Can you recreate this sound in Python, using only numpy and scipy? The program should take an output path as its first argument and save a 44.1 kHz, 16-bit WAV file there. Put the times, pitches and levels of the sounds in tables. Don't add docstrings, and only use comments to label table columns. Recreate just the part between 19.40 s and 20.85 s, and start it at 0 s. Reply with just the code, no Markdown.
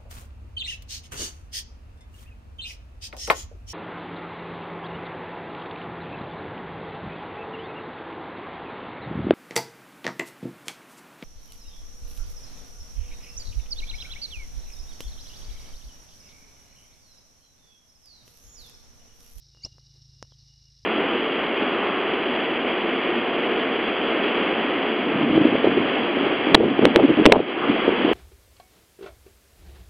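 import sys
import numpy as np
from scipy import signal
from scipy.fft import rfft, irfft
from scipy.io import wavfile
from scipy.ndimage import uniform_filter1d

SR = 44100
rng = np.random.default_rng(int(sys.argv[2]) if len(sys.argv) > 2 else 0)


def wav_record(signal):
    frames = np.transpose(np.atleast_2d(signal))
    bounded = np.clip(frames, -1, 1)
    quanta = np.round(bounded * 32767).astype(np.int16)
    wavfile.write(sys.argv[1], SR, quanta)


N = 63945
BEAT_HZ, BEAT_AT_S = 26.87, .398


def undb(db):
    return 10 ** (np.asarray(db) / 20)


def unit(x):
    return x / np.sqrt(np.mean(x ** 2))


def curve(t, rows, axis=1):
    rows = np.array(rows, float)
    return np.interp(t, rows[:, 0], rows[:, axis])


def colour(x, points):
    size = 2 ** 17
    hz, db = np.array(points, float).T
    bins_hz = np.maximum(np.arange(size // 2 + 1) * SR / size, 1)
    gain = undb(np.interp(np.log(bins_hz), np.log(hz), db))
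    cepstrum = irfft(np.log(gain))
    cepstrum[1:size // 2] *= 2
    cepstrum[size // 2 + 1:] = 0
    return irfft(rfft(x, size) * np.exp(rfft(cepstrum)))[:N]


def noise(points):
    return unit(colour(rng.standard_normal(N), points))


def drift(rate):
    steps = rng.standard_normal(2 ** 12)
    held = steps[(np.arange(N) * rate / SR).astype(int)]
    return unit(uniform_filter1d(held, int(SR / rate)))


def ring(t, hz, t60):
    age = np.maximum(t, 0)
    return np.sin(2 * np.pi * hz * age) * np.exp(-np.log(1000) * age / t60)


# time in seconds, extra level in dB.
ACCENTS = [(.324, 7.5), (.621, 5.5), (0.991, 6.5), (1.108, 1.5)]
SURGE_S = .0058

def accent(t):
    return sum(db * np.exp(-((t - at) / SURGE_S) ** 2) for at, db in ACCENTS)


# frequency in Hz, level in dB.
HISS_COLOUR = [(2500, -34.5), (3200, -23), (3600, -13), (4020, -4.5), (4300, -10.5), (4690, -8),
               (4850, -4.5), (5080, -3), (5300, -1), (5450, 0), (5620, -1.5), (6000, -9.5), (6500, -22),
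               (7200, -34.5), (8500, -45)]

def insect_hiss(t):
    turns = (t - BEAT_AT_S) * BEAT_HZ
    from_beat_s = (turns - np.round(turns)) / BEAT_HZ
    ripple_db = .5 * np.exp(-(from_beat_s / SURGE_S) ** 2) * (1 + .15 * drift(BEAT_HZ))
    hiss = noise(HISS_COLOUR)
    flicker_db = 1.5 * drift(170)
    return undb(-61) * unit(hiss * undb(ripple_db + accent(t) + flicker_db))


# multiple of the beat rate, level in dB.
HUM_TONES = [(2, -63), (3, -78), (4, -68), (5, -62), (6, -74)]
# time in seconds, change in dB.
UPPER_HUM_SWELL = [(0, -3.5), (.27, -1.5), (.67, 3.5), (.9, 2.5), (1.45, -4.5)]
# pitch in Hz, ring time in seconds, level in dB.
THUMP_RINGS = [(95, 0.16, -1.5), (118, .06, -13.5)]
THUMP_LEAD_S, THUMP_JITTER_S, THUMP_SCATTER_DB = .003, .002, 4

def motor(t):
    turns = (t - BEAT_AT_S) * BEAT_HZ
    tones = [np.sqrt(2) * undb(db) * np.cos(2 * np.pi * k * turns) for k, db in HUM_TONES]
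    hum = tones[0] + undb(curve(t, UPPER_HUM_SWELL)) * sum(tones[1:])
    beats = BEAT_AT_S + np.arange(np.floor(turns[0]), turns[-1]) / BEAT_HZ
    kicks = np.zeros(N)
    for at, (late, size) in zip(beats, rng.standard_normal((len(beats), 2))):
        start = int((at - THUMP_LEAD_S + THUMP_JITTER_S * late) * SR)
        if 0 <= start < N:
            kicks[start] = undb(THUMP_SCATTER_DB * size + accent(at))
    body = sum(undb(db) * ring(t, hz, t60) for hz, t60, db in THUMP_RINGS)
    thumps = unit(signal.fftconvolve(kicks, body)[:N])
    return hum + undb(-67) * thumps


# time in seconds, pitch in Hz, level in dB before filtering.
SQUEAK_GLIDE = [(.212, 1912, -80), (.227, 2143, -46.5), (.233, 2250, -47), (.238, 2310, -35.5),
                (.243, 2440, -41), (.2472, 2583, -43.5), (.2495, 2618, -24), (.252, 2750, -31),
                (.254, 2897, -38.5), (.261, 2964, -49.5)]
# multiple of the pitch, level in dB.
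SQUEAK_TONES = [(1, -1), (2, 0), (3, -1), (4, 1)]
# frequency in Hz, boost or cut in dB.
SQUEAK_RESONANCE = [(1900, -12), (2300, -23), (2650, -29), (2900, -15.5), (3600, -15), (4250, -18.5),
                    (4650, 0.5), (5400, -1), (6000, -2), (6500, -13), (7100, -23.5), (8200, -41),
                    (12000, -48)]

def squeak(t):
    hz = curve(t, SQUEAK_GLIDE) * (1 + .006 * drift(740))
    phase = 2 * np.pi * np.cumsum(hz) / SR
    outside_s = np.maximum(SQUEAK_GLIDE[0][0] - t, 0) + np.maximum(t - SQUEAK_GLIDE[-1][0], 0)
    strength = np.sqrt(2) * undb(curve(t, SQUEAK_GLIDE, axis=2)) * np.exp(-outside_s / .006)
    tones = sum(undb(db) * np.sin(k * phase) for k, db in SQUEAK_TONES)
    direct = colour(strength * tones, SQUEAK_RESONANCE)
    fade = np.exp(-np.log(1000) * t / .06)
    tail = unit(rng.standard_normal(N) * fade) / np.sqrt(N)
    return direct + undb(-12) * signal.fftconvolve(direct, tail)[:N]


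# start in seconds, level in dB, pitch in Hz, ring time in seconds.
SOFT_BUMPS = [(0.2461, -33, 85.5, .035), (0.2665, -45.5, 110, 0.041)]
# frequency in Hz, level in dB.
RUB_COLOUR = [(120, -6), (280, 0.5), (650, 0), (1050, -10), (1600, -24.5), (3000, -24.5), (4200, -3),
              (5400, -24), (7000, -17.5), (10000, -48), (14000, -40)]
RUB_AT_S, RUB_RISE_S, RUB_HOLD_S, RUB_FADE_S = .246, .0062, .014, .0039

def scuffle(t):
    age = t - RUB_AT_S
    rise = np.clip(age / RUB_RISE_S, 0, 1)
    fade = np.exp(-np.maximum(age - RUB_RISE_S - RUB_HOLD_S, 0) / RUB_FADE_S)
    bumps = sum(undb(db) * ring(t - at, hz, t60) for at, db, hz, t60 in SOFT_BUMPS)
    return bumps + undb(-46.5) * rise * fade * noise(RUB_COLOUR)


# start in seconds, click's peak in dB, treble tilt in dB per octave.
BLOWS = [(0.1487, -46.5, 3), (0.1721, -51, -1), (0.383, -43.5, -0.5), (0.8268, -22, 2.5),
         (0.849, -54.5, -5), (0.9214, -47.5, -4.5)]
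# frequency in Hz, level in dB.
CLICK_COLOUR = [(40, -9), (120, 10.5), (350, 2.5), (520, 7.5), (800, 1.5), (1000, 4), (1800, -4.5),
                (2400, -13.5), (3000, -14.5), (4200, -15.5), (5400, -10.5), (6000, -13), (6600, -18),
                (8400, -37.5), (10300, -31.5), (12000, -52), (14000, -55)]
# pitch in Hz, ring time in seconds, dB compared with the click's peak.
KNOCK_RINGS = [(121.3, 0.11, -24.5), (530, .014, -29), (5390, 0.038, -29), (5750, 0.017, -27)]

def knocks(t):
    out = np.zeros(N)
    for at, db, tilt in BLOWS:
        treble_db = lambda hz: tilt * np.log2(max(hz / 1000, 1))
        blow = signal.unit_impulse(N, int(at * SR))
        click = colour(blow, [(hz, level + treble_db(hz)) for hz, level in CLICK_COLOUR])
        rings = sum(undb(level + treble_db(hz)) * ring(t - at, hz, t60)
                    for hz, t60, level in KNOCK_RINGS)
        out += undb(db) * (click / np.abs(click).max() + rings)
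    return out


# time in seconds, level in dB.
WHISTLE_LEVEL = [(0, -83), (.1, -97), (.15, -69), (.2, -66.5), (.225, -62.5), (.26, -59), (.3, -78),
                 (.326, -66), (.37, -78.5), (.78, -78), (.83, -71.5), (.88, -79), (1.05, -81),
                 (1.09, -71.5), (1.22, -79), (1.275, -71.5), (1.35, -89.5), (1.396, -75), (1.45, -91)]
WHISTLE_HZ, WHISTLE_WOBBLE_HZ = 2869, 27

def whistle(t):
    hz = WHISTLE_HZ + WHISTLE_WOBBLE_HZ * drift(130)
    tone = np.sqrt(2) * np.sin(2 * np.pi * np.cumsum(hz) / SR)
    flutter = unit(1 + .47 * drift(150))
    return tone * flutter * undb(curve(t, WHISTLE_LEVEL))


# start and length in seconds, first and last pitch in Hz, level in dB.
BIRD_NOTES = [(.9, 0.053, 3660, 3220, -67), (0.988, 0.0517, 4690, 4100, -65)]
# time in seconds, change in dB.
TONE_SWELL = [(0, -0.5), (.5, -1), (.9, -9.5), (1.12, 1), (1.28, -9.5), (1.45, -6)]
TONE_HZ, TONE_DB = 825, -90

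def far_birds(t):
    out = undb(TONE_DB + curve(t, TONE_SWELL)) * np.sin(2 * np.pi * TONE_HZ * t)
    for at, length, start_hz, end_hz, db in BIRD_NOTES:
        progress = np.clip((t - at) / length, 0, 1)
        hz = end_hz + (start_hz - end_hz) * (1 - progress) ** 2
        hz *= 1 + .047 * drift(450)
        out += undb(db) * np.sin(np.pi * progress) * np.sin(2 * np.pi * np.cumsum(hz) / SR)
    return np.sqrt(2) * out


# time in seconds, level in dB.
RUSTLE_LEVEL = [(0, -85.5), (.2, -72), (.33, -79.5), (.5, -81), (.8, -81), (1.05, -89), (1.45, -99)]
# frequency in Hz, level in dB.
RUSTLE_TONE = [(80, -6), (200, -2.5), (380, 0.5), (700, -12), (1600, -14.5), (4000, -29.5)]

def rustle(t):
    return noise(RUSTLE_TONE) * undb(curve(t, RUSTLE_LEVEL) + 3.8 * drift(30))


# frequency in Hz, level in dB.
AIR_COLOUR = [(20, -8.5), (45, -6), (90, -0.5), (170, -7), (260, -14.5), (500, -22), (1000, -27),
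              (2200, -21.5), (6000, -24), (10000, -32), (12000, -33), (14500, -34)]
# frequency in Hz, level in dB.
WIDE_COLOUR = [(3000, -33.5), (6000, -21.5), (7200, -2.5), (10000, -1), (14000, -6.5)]

def still_air():
    middle = undb(-73.5) * noise(AIR_COLOUR)
    side = undb(-89) * noise(WIDE_COLOUR)
    return np.array([middle + side, middle - side])


def scene():
    t = np.arange(N) / SR
    middle = motor(t) + insect_hiss(t) + whistle(t) + squeak(t) + scuffle(t) + knocks(t)
    return middle + far_birds(t) + rustle(t) + still_air()


def record(dry):
    return signal.sosfilt(signal.ellip(10, .2, 70, 14300, fs=SR, output="sos"), dry)


dry = scene()
out = record(dry)
wav_record(out)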